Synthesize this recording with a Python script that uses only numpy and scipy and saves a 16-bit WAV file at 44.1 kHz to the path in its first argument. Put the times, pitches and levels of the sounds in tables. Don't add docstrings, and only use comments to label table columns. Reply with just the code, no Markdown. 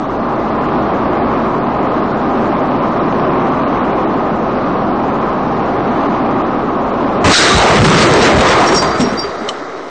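import sys
import numpy as np
from scipy import signal
from scipy.fft import rfft, irfft, dct, next_fast_len
from scipy.io import wavfile
from scipy.ndimage import uniform_filter1d

SR = 44100
rng = np.random.default_rng(int(sys.argv[2]) if len(sys.argv) > 2 else 0)


def how_loud(loudness_db):
    steps = np.asarray(loudness_db, float) / 20
    return 10 ** steps


def wrap_up_sound(samples):
    columns = np.atleast_2d(samples).T
    tamed = np.clip(columns, -1, 1)
    steps = np.round(tamed * 32767).astype(np.int16)
    wavfile.write(sys.argv[1], SR, steps)


N = 436576
T = np.arange(N) / SR
HIT = int(7.2 * SR)


def unit(x):
    return x / np.sqrt(np.mean(x ** 2))


def band(x, hz, width):
    return signal.lfilter(*signal.iirpeak(hz, hz / width, fs=SR), x)


def walk(rate):
    k = int(SR / rate)
    levels = np.repeat(rng.standard_normal(N // k + 1), k)
    return 0.92 * uniform_filter1d(uniform_filter1d(levels, k), k)[:N]


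def grit(rate, spread_db, dense):
    size_db = spread_db * np.minimum(rng.exponential(size=N), 3)
    hits = (rng.random(N) < rate / SR) * how_loud(size_db) * rng.standard_normal(N)
    return unit(hits) + dense * rng.standard_normal(N)


def body(x, modes, wander_db, rate):
    out = np.zeros(N)
    for k, (hz, width, db) in enumerate(modes):
        ring = band(band(x[HIT:], hz, width), hz, 2 * width) / np.sqrt(width)
        level = how_loud(db + wander_db * walk(rate))[HIT:]
        out[HIT:] += (-1) ** k * level * ring
    return out / np.sqrt(np.mean(out[HIT:] ** 2))


def surges(events, fall_share):
    out = 0
    for s, db, rise, fall in events:
        before, after = (s - T) / rise, (T - s) / (fall * fall_share)
        out = out + how_loud(db) * np.exp(-np.where(T < s, before, after))
    return out


# (time [s], level [dB])
EXTRA_FORCE = [(7.243, 33.5), (7.32, 0), (7.8, 12.5), (8.6, 6), (8.75, -4), (8.9, 0), (9.2, -2), (9.9, 5.5)]


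def extra_force_db(s, before=None):
    return np.interp(s, *np.transpose(EXTRA_FORCE), left=before)


# (time [s], level [dB])
CRUSH = [(7.243, 7.5), (7.309, 6.5), (7.355, -18.5), (7.384, -8), (7.712, -2.5), (8.038, -1.5), (8.66, -4),
         (8.768, -9), (9.212, -20)]
# (time of return [s], level
# change [dB], length [s])
UNSTEADY_CONTACT = [(7.843, -9.5, 0.02), (8.688, -5.5, 0.038), (8.818, -5.5, 0.041), (8.996, -1.5, .02),
                    (9.111, 0.5, .03), (9.178, 0, 0.019), (9.488, 5.5, 0.017)]


def crushing():
    s, db = np.transpose(CRUSH)
    settle_db = -8 * np.maximum(T - s[-1], 0)
    lull_db = 0
    for back, depth_db, length in UNSTEADY_CONTACT:
        sinking = np.clip(1 - (back - T) / length, 0, 1) ** .5
        lull_db = lull_db + depth_db * sinking * (T < back)
    return how_loud(np.interp(T, s, db) + settle_db) * how_loud(lull_db)


# (frequency [Hz], width [Hz], level [dB])
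SHELL = [(60, 25, -3.5), (129.5, 50, -2), (193.3, 70, -0.5)]
# (frequency [Hz], width [Hz], level [dB])
PANELS = [(303, 170, 1), (432.3, 140, 1), (600, 220, 2), (779, 250, 0), (1006, 240, 0), (1275, 220, -0.5),
          (1615, 450, -7.5), (2070, 380, -10.5)]
# (frequency [Hz], width [Hz], level [dB])
CRUNCH = [(1435, 350, 8), (2003, 650, 10), (2485, 750, 5.5), (3150, 850, 6)]
# (frequency [Hz], width [Hz], level [dB])
SHARDS = [(3837, 500, -0.5), (4720, 1200, -5.5), (5790, 1200, -3.5), (7900, 3300, -14.5)]
# (time of peak [s], level [dB], rise [s], fall [s])
HEAVES = [
    (7.57, -8, .02, 0.022),
    (7.83, 11.5, 0.015, 0.015),
    (8.04, -2, 0.063, 0.033),
    (8.39, -9, 0.018, .02),
    (8.74, -8.5, 0.021, 0.014),
]
# (time of peak [s], crunch level [dB], rise [s], fall [s])
SHOWERS = [
    (7.35, -4.5, 0.032, 0.26),
    (7.845, -10, 0.00074, 0.033),
    (8.03, -5, 0.053, 0.026),
    (8.27, -7.5, 0.031, 0.014),
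    (8.52, -11.5, 0.081, 0.042),
    (8.69, -16.5, 0.0058, 0.012),
]


def wreck():
    start = CRUSH[0][0]
    crush = crushing()
    unrest = np.clip(.3 + extra_force_db(T) / 14, 0, 1)

    boom_fade_db = -28 * np.maximum(T - 9.35, 0)
    boom = np.hypot(crush * how_loud(-11 + boom_fade_db), surges(HEAVES, 0.85))
    crunch = np.hypot(crush * how_loud(-15), surges(SHOWERS, 0.87))
    glass_left_db = 1 - 9.5 * (T - start)
    shards = np.hypot(crush * how_loud(-20.5), surges(SHOWERS, .7) * how_loud(glass_left_db))

    out = body(grit(900, 2.0, 1.5), PANELS, 3.3 * unrest, 9) * how_loud(1.8 * unrest * walk(25)) * crush
    out += body(grit(60, 5.1, 0.61), SHELL, 2.2 * unrest, 7) * how_loud(3.1 * walk(11)) * boom
    out += body(grit(1200, 3.5, 1.1), CRUNCH, 1.4 * unrest, 12) * how_loud(2.4 * walk(30)) * crunch
    out += body(grit(1500, 3.6, 1.1), SHARDS, 1.0 * unrest, 14) * how_loud(0.48 * walk(35)) * shards
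    return out * np.clip((T - start) / 0.0071, 0, 1)


def add(out, s, sound):
    i = int(s * SR)
    out[i:i + len(sound)] += sound[:N - i]


def fade(t60, rise):
    t = T[:SR // 2]
    return t, np.exp(-np.log(1000) * t / t60) * (1 - np.exp(-t / rise))


def knocks(events, width_share, rise, tone, crack):
    out = np.zeros(N)
    for s, db, hz, t60 in events:
        t, shape = fade(t60, rise)
        noise = rng.standard_normal(len(t))
        ring = .5 * unit(band(noise, hz, width_share * hz)) + tone * np.sin(2 * np.pi * hz * t)
        add(out, s, how_loud(db) * (ring + crack * noise * shape) * shape)
    return out


# (time [s], peak level [dB], pitch [Hz], decay t60 [s])
THUDS = [(7.242, -4.5, 716, 0.047), (7.803, 12.5, 118, 0.13), (7.841, -1, 389, 0.22),
         (8.719, 7.5, 402, 0.17), (8.819, 5.5, 691, 0.072), (8.949, -17, 712, 0.21),
         (8.997, 10.5, 245, 0.13), (9.07, 1, 249, 0.063), (9.122, -3.5, 227, 0.13),
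         (7.246, -0.5, 75.6, 0.22),
    (7.262, 0.5, 150.6, 0.096),
    (7.541, -1, 60, .3),
    (8.859, -17.5, 60, 0.45),
    (8.992, -13, 44.2, 0.36),
]


def thuds():
    return knocks(THUDS, .3, 0.0031, .6, 0.033)


# (time [s], peak level [dB], pitch [Hz])
CRUMPLES = [(7.254, -2, 310.5), (7.269, -1.5, 543), (7.284, 1.5, 261), (7.299, -6.5, 600),
            (7.418, -5, 141.5), (7.519, -5.5, 220), (7.64, -8, 227.5), (7.699, 0, 648), (7.75, 4, 181.7),
            (7.858, 4, 149), (7.887, 1, 172), (7.915, -4, 429), (7.948, -1.5, 165), (8.015, 0, 403),
            (8.059, 2.5, 332), (8.11, 1, 130), (8.155, -1, 615), (8.19, 2.5, 399.5), (8.24, -2, 418),
            (8.31, -5.5, 738), (8.359, -4.5, 651), (8.385, -3, 190.4), (8.498, -1.5, 538), (8.57, -3, 404),
            (8.605, -4, 900), (8.625, -1, 247.6), (8.658, 1, 329)]


def crumples():
    events = [(*c, 0.097) for c in CRUMPLES]
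    return how_loud(3) * knocks(events, 0.3, 0.0032, 0.51, 0.02)


# (time [s], peak level [dB], pitch [Hz], decay t60 [s])
FRAME_RINGS = [(7.325, -8.5, 3810, 0.29), (7.38, -11.5, 3940, 0.29), (7.45, -7, 1208, 0.47),
               (7.5, -3, 1165, 0.29), (7.49, -11, 3820, 0.48), (7.55, -7, 3920, 0.26),
               (8.215, -7, 3950, .2), (8.255, -1.5, 1370, 0.13), (9.23, -21, 1246, 1),
               (9.4865, -7.5, 3700, 0.029), (9.4895, -9, 3000, 0.041), (9.492, -12, 1170, 0.11)]


def frame_rings():
    return knocks(FRAME_RINGS, 0.021, 0.001, 0.22, 0)


# (time [s], peak level [dB], pitch [Hz])
CRACKS = [(7.3168, 10, 3640), (7.58, 1, 3780), (7.8415, -2, 2700), (7.8675, -8, 3670), (7.8988, -3.5, 3300),
          (8.1351, 0.5, 5480), (8.272, -6, 3560), (8.4071, -0.5, 2650), (8.4814, -10, 5300),
          (8.749, -1.5, 5800), (8.825, -6.5, 6980), (8.999, -25, 5600), (9.4887, -4, 3050),
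          (9.493, -18, 5700)]


def cracks():
    return knocks([(*c, 0.024) for c in CRACKS], .7, .0006, .1, .3)


# (time [s], peak level [dB], pitch [Hz])
DROPS = [(8.819, -9, 1044), (8.94, -16, 1290), (9.022, -10, 669), (9.036, -12.5, 397), (9.18, -20, 326),
         (9.24, -17.5, 410), (9.335, -20.5, 398), (9.405, -17, 235), (9.439, -22, 420)]


def drops():
    return how_loud(2.5) * knocks([(*d, 0.23) for d in DROPS], .15, 0.0036, 0.86, .02)


# (time [s], main mode peak [dB], second mode peak [dB])
BOUNCES = [(8.224, -11.5, -28), (8.4848, -14, -22), (8.6744, -10, -33), (8.743, -10.5, -24),
           (8.759, -1, -24), (8.779, -15.5, -12), (8.8293, -35, -24), (8.87, -24, -31), (8.905, -28, -23),
           (8.9507, -39, -28), (9.0122, -11, -33), (9.046, -20, -33), (9.085, -24.5, -36),
           (9.1726, -31.5, -22), (9.1904, -13, -14.5), (9.384, -40, -35)]
# (frequency [Hz], decay t60 [s])
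PART_MODES = [(5570, 0.12), (4740, 0.25), (8150, 0.07), (3840, 0.034)]


def metal_part():
    out = np.zeros(N)
    chances = rng.standard_normal((len(BOUNCES), 8))
    for (s, main_db, second_db), chance in zip(BOUNCES, chances):
        levels = main_db, second_db, main_db - 21, second_db - 8
        free = how_loud(-.5 * extra_force_db(s))
        for db, (hz, t60), detune, split in zip(levels, PART_MODES, chance[:4], chance[4:]):
            t, shape = fade(t60 * free, 0.0019)
            pair = np.sin(2 * np.pi * hz * (1 + 0.00093 * detune) * t)
            pair += 0.36 * np.sin(2 * np.pi * hz * (1 + 0.0074 * split) * t)
            add(out, s, how_loud(db) * shape * pair)
    return out


# (time [s], level [dB])
ROAD = [(0.0, -15), (0.8, -14), (1.6, -14.5), (2.798, -14.5), (5.4, -14.5), (6.2, -15), (6.8, -16),
        (7.2, -13.5)]
# (frequency [Hz], level per Hz [dB])
ROAD_COLOUR = [(15, -45.5), (25, -14), (48, -9), (96, -12.5), (129, -5.5), (168, -6.5), (231, 1.5),
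               (386, -3), (447, -6.5), (784, -2.5), (908, -9), (1050, -5.5), (1760, -23), (4670, -43.5),
               (8600, -57), (11200, -91.5), (18900, -120)]
# (frequency [Hz], width [Hz], lift [dB])
CABIN = [(132, 39, 0.5), (227, 20, 0), (389, 48, 2), (755, 120, -3), (799, 12, 3), (1038, 270, 1),
         (1241, 92, 4), (4030, 750, 2.5)]


def road():
    size = next_fast_len(N)
    f = np.maximum(np.fft.rfftfreq(size, 1 / SR), 1)
    hz, db = np.transpose(ROAD_COLOUR)
    lift = sum(g / (1 + ((f - c) / (w / 2)) ** 2) for c, w, g in CABIN)
    colour = how_loud(np.interp(np.log(f), np.log(hz), db) + lift)
    noise = rfft(rng.standard_normal(size)) * colour

    place = 2 * np.log2(f / 25)
    common, out = walk(2.1), 0
    for k in range(18):
        share = np.clip(1 - abs(place - k), 0, 1)
        out = out + irfft(noise * share, size)[:N] * how_loud(1.3 * common + 1.15 * walk(6))
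    s, level_db = np.transpose(ROAD)
    stop = np.clip((7.27 - T) / 0.035, 0, 1)
    return unit(out) * how_loud(np.interp(T, s, level_db) + 2.5) * stop


def scene():
    force = how_loud(.5 * extra_force_db(T, before=0))
    hits = thuds() + crumples() + frame_rings() + drops() + cracks() + metal_part()
    return (road() + wreck() + hits * force)[None]


def overload(x):
    leak = 1 / (.04 * SR)
    loud = signal.lfilter([leak], [1, leak - 1], abs(x))
    x = x + 0.56 * np.maximum(loud - 0.5, 0)
    rail, knee = np.where(x > 0, 0.6, 0.41), 3.06
    return x / (1 + abs(x / rail) ** knee) ** (1 / knee)


# (frequency [Hz], step over the band's rms [dB])
COARSE_LONG = [(200, -17), (1500, -12), (4000, -4), (6000, 0), (9000, 7.5)]
# (frequency [Hz], step over the band's rms [dB])
COARSE_SHORT = [(200, -18), (1500, -14), (4000, 0.5), (6000, 2.5), (9000, -2)]


def thrifty_spectrum(x, coarse, gate_db, finest_db, size):
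    lead = size + 54
    count = (N + lead) // size + 1
    window = signal.windows.kaiser_bessel_derived(2 * size, 4 * np.pi)
    hops = np.pad(x, (lead, (count + 1) * size - N - lead)).reshape(-1, size)
    a, b, c, d = np.split(np.hstack([hops[:-1], hops[1:]]) * window, 4, axis=1)
    lines = dct(np.hstack([-c[:, ::-1] - d, a - b[:, ::-1]]), type=4, norm="ortho")
    edges = np.r_[0:96:8, 96:240:24, 240:size:32, size]
    frame = np.sqrt(np.mean(lines ** 2, axis=1, keepdims=True))
    luck_db = 6.5 * uniform_filter1d(rng.standard_normal((count, 1)), size=2, axis=0)
    bright = np.sum(np.diff(hops, axis=1) ** 2, axis=1, keepdims=True) + 1e-12
    care_db = -20 * (bright[1:] > 5 * bright[:-1])
    hz, db = np.transpose(coarse)
    for lo, hi in zip(edges[:-1], edges[1:]):
        own = np.sqrt(np.mean(lines[:, lo:hi] ** 2, axis=1, keepdims=True))
        whim_db = 4.5 * rng.standard_normal((2, count, 1))
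        coarse_db = np.interp((lo + hi) / 4 * SR / size, hz, db)
        step = own * how_loud(coarse_db + whim_db[0] + care_db)
        step = step + frame * how_loud(finest_db + care_db) + 1e-12
        kept = own > frame * how_loud(gate_db + luck_db + whim_db[1])
        lines[:, lo:hi] = kept * step * np.round(lines[:, lo:hi] / step)
    u, v = np.split(dct(lines, type=4, norm="ortho"), 2, axis=1)
    out = np.zeros_like(hops)
    out[:-1] += np.hstack([v, -v[:, ::-1]]) * window[:size]
    out[1:] += np.hstack([-u[:, ::-1], -u]) * window[size:]
    return out.ravel()[lead:lead + N]


def top_cut(x):
    return signal.sosfilt(signal.butter(12, 10960, fs=SR, output="sos"), x)


def record(dry):
    x = overload(dry)
    x = signal.lfilter(*signal.butter(1, 51.8, "high", fs=SR), x)
    x = signal.sosfilt(signal.ellip(10, .2, 70, 8800, fs=SR, output="sos"), x)
    gate_db = -33.8
    x = thrifty_spectrum(x[0], COARSE_LONG, gate_db - 30, -28, size=2048)
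    x = x / (1 + (x / .82) ** 6) ** (1 / 6)
    x = thrifty_spectrum(x, COARSE_SHORT, gate_db, -60, size=1024)
    mix = x[None] - .009
    return top_cut(mix)


dry = scene()
out = record(dry)
wrap_up_sound(out)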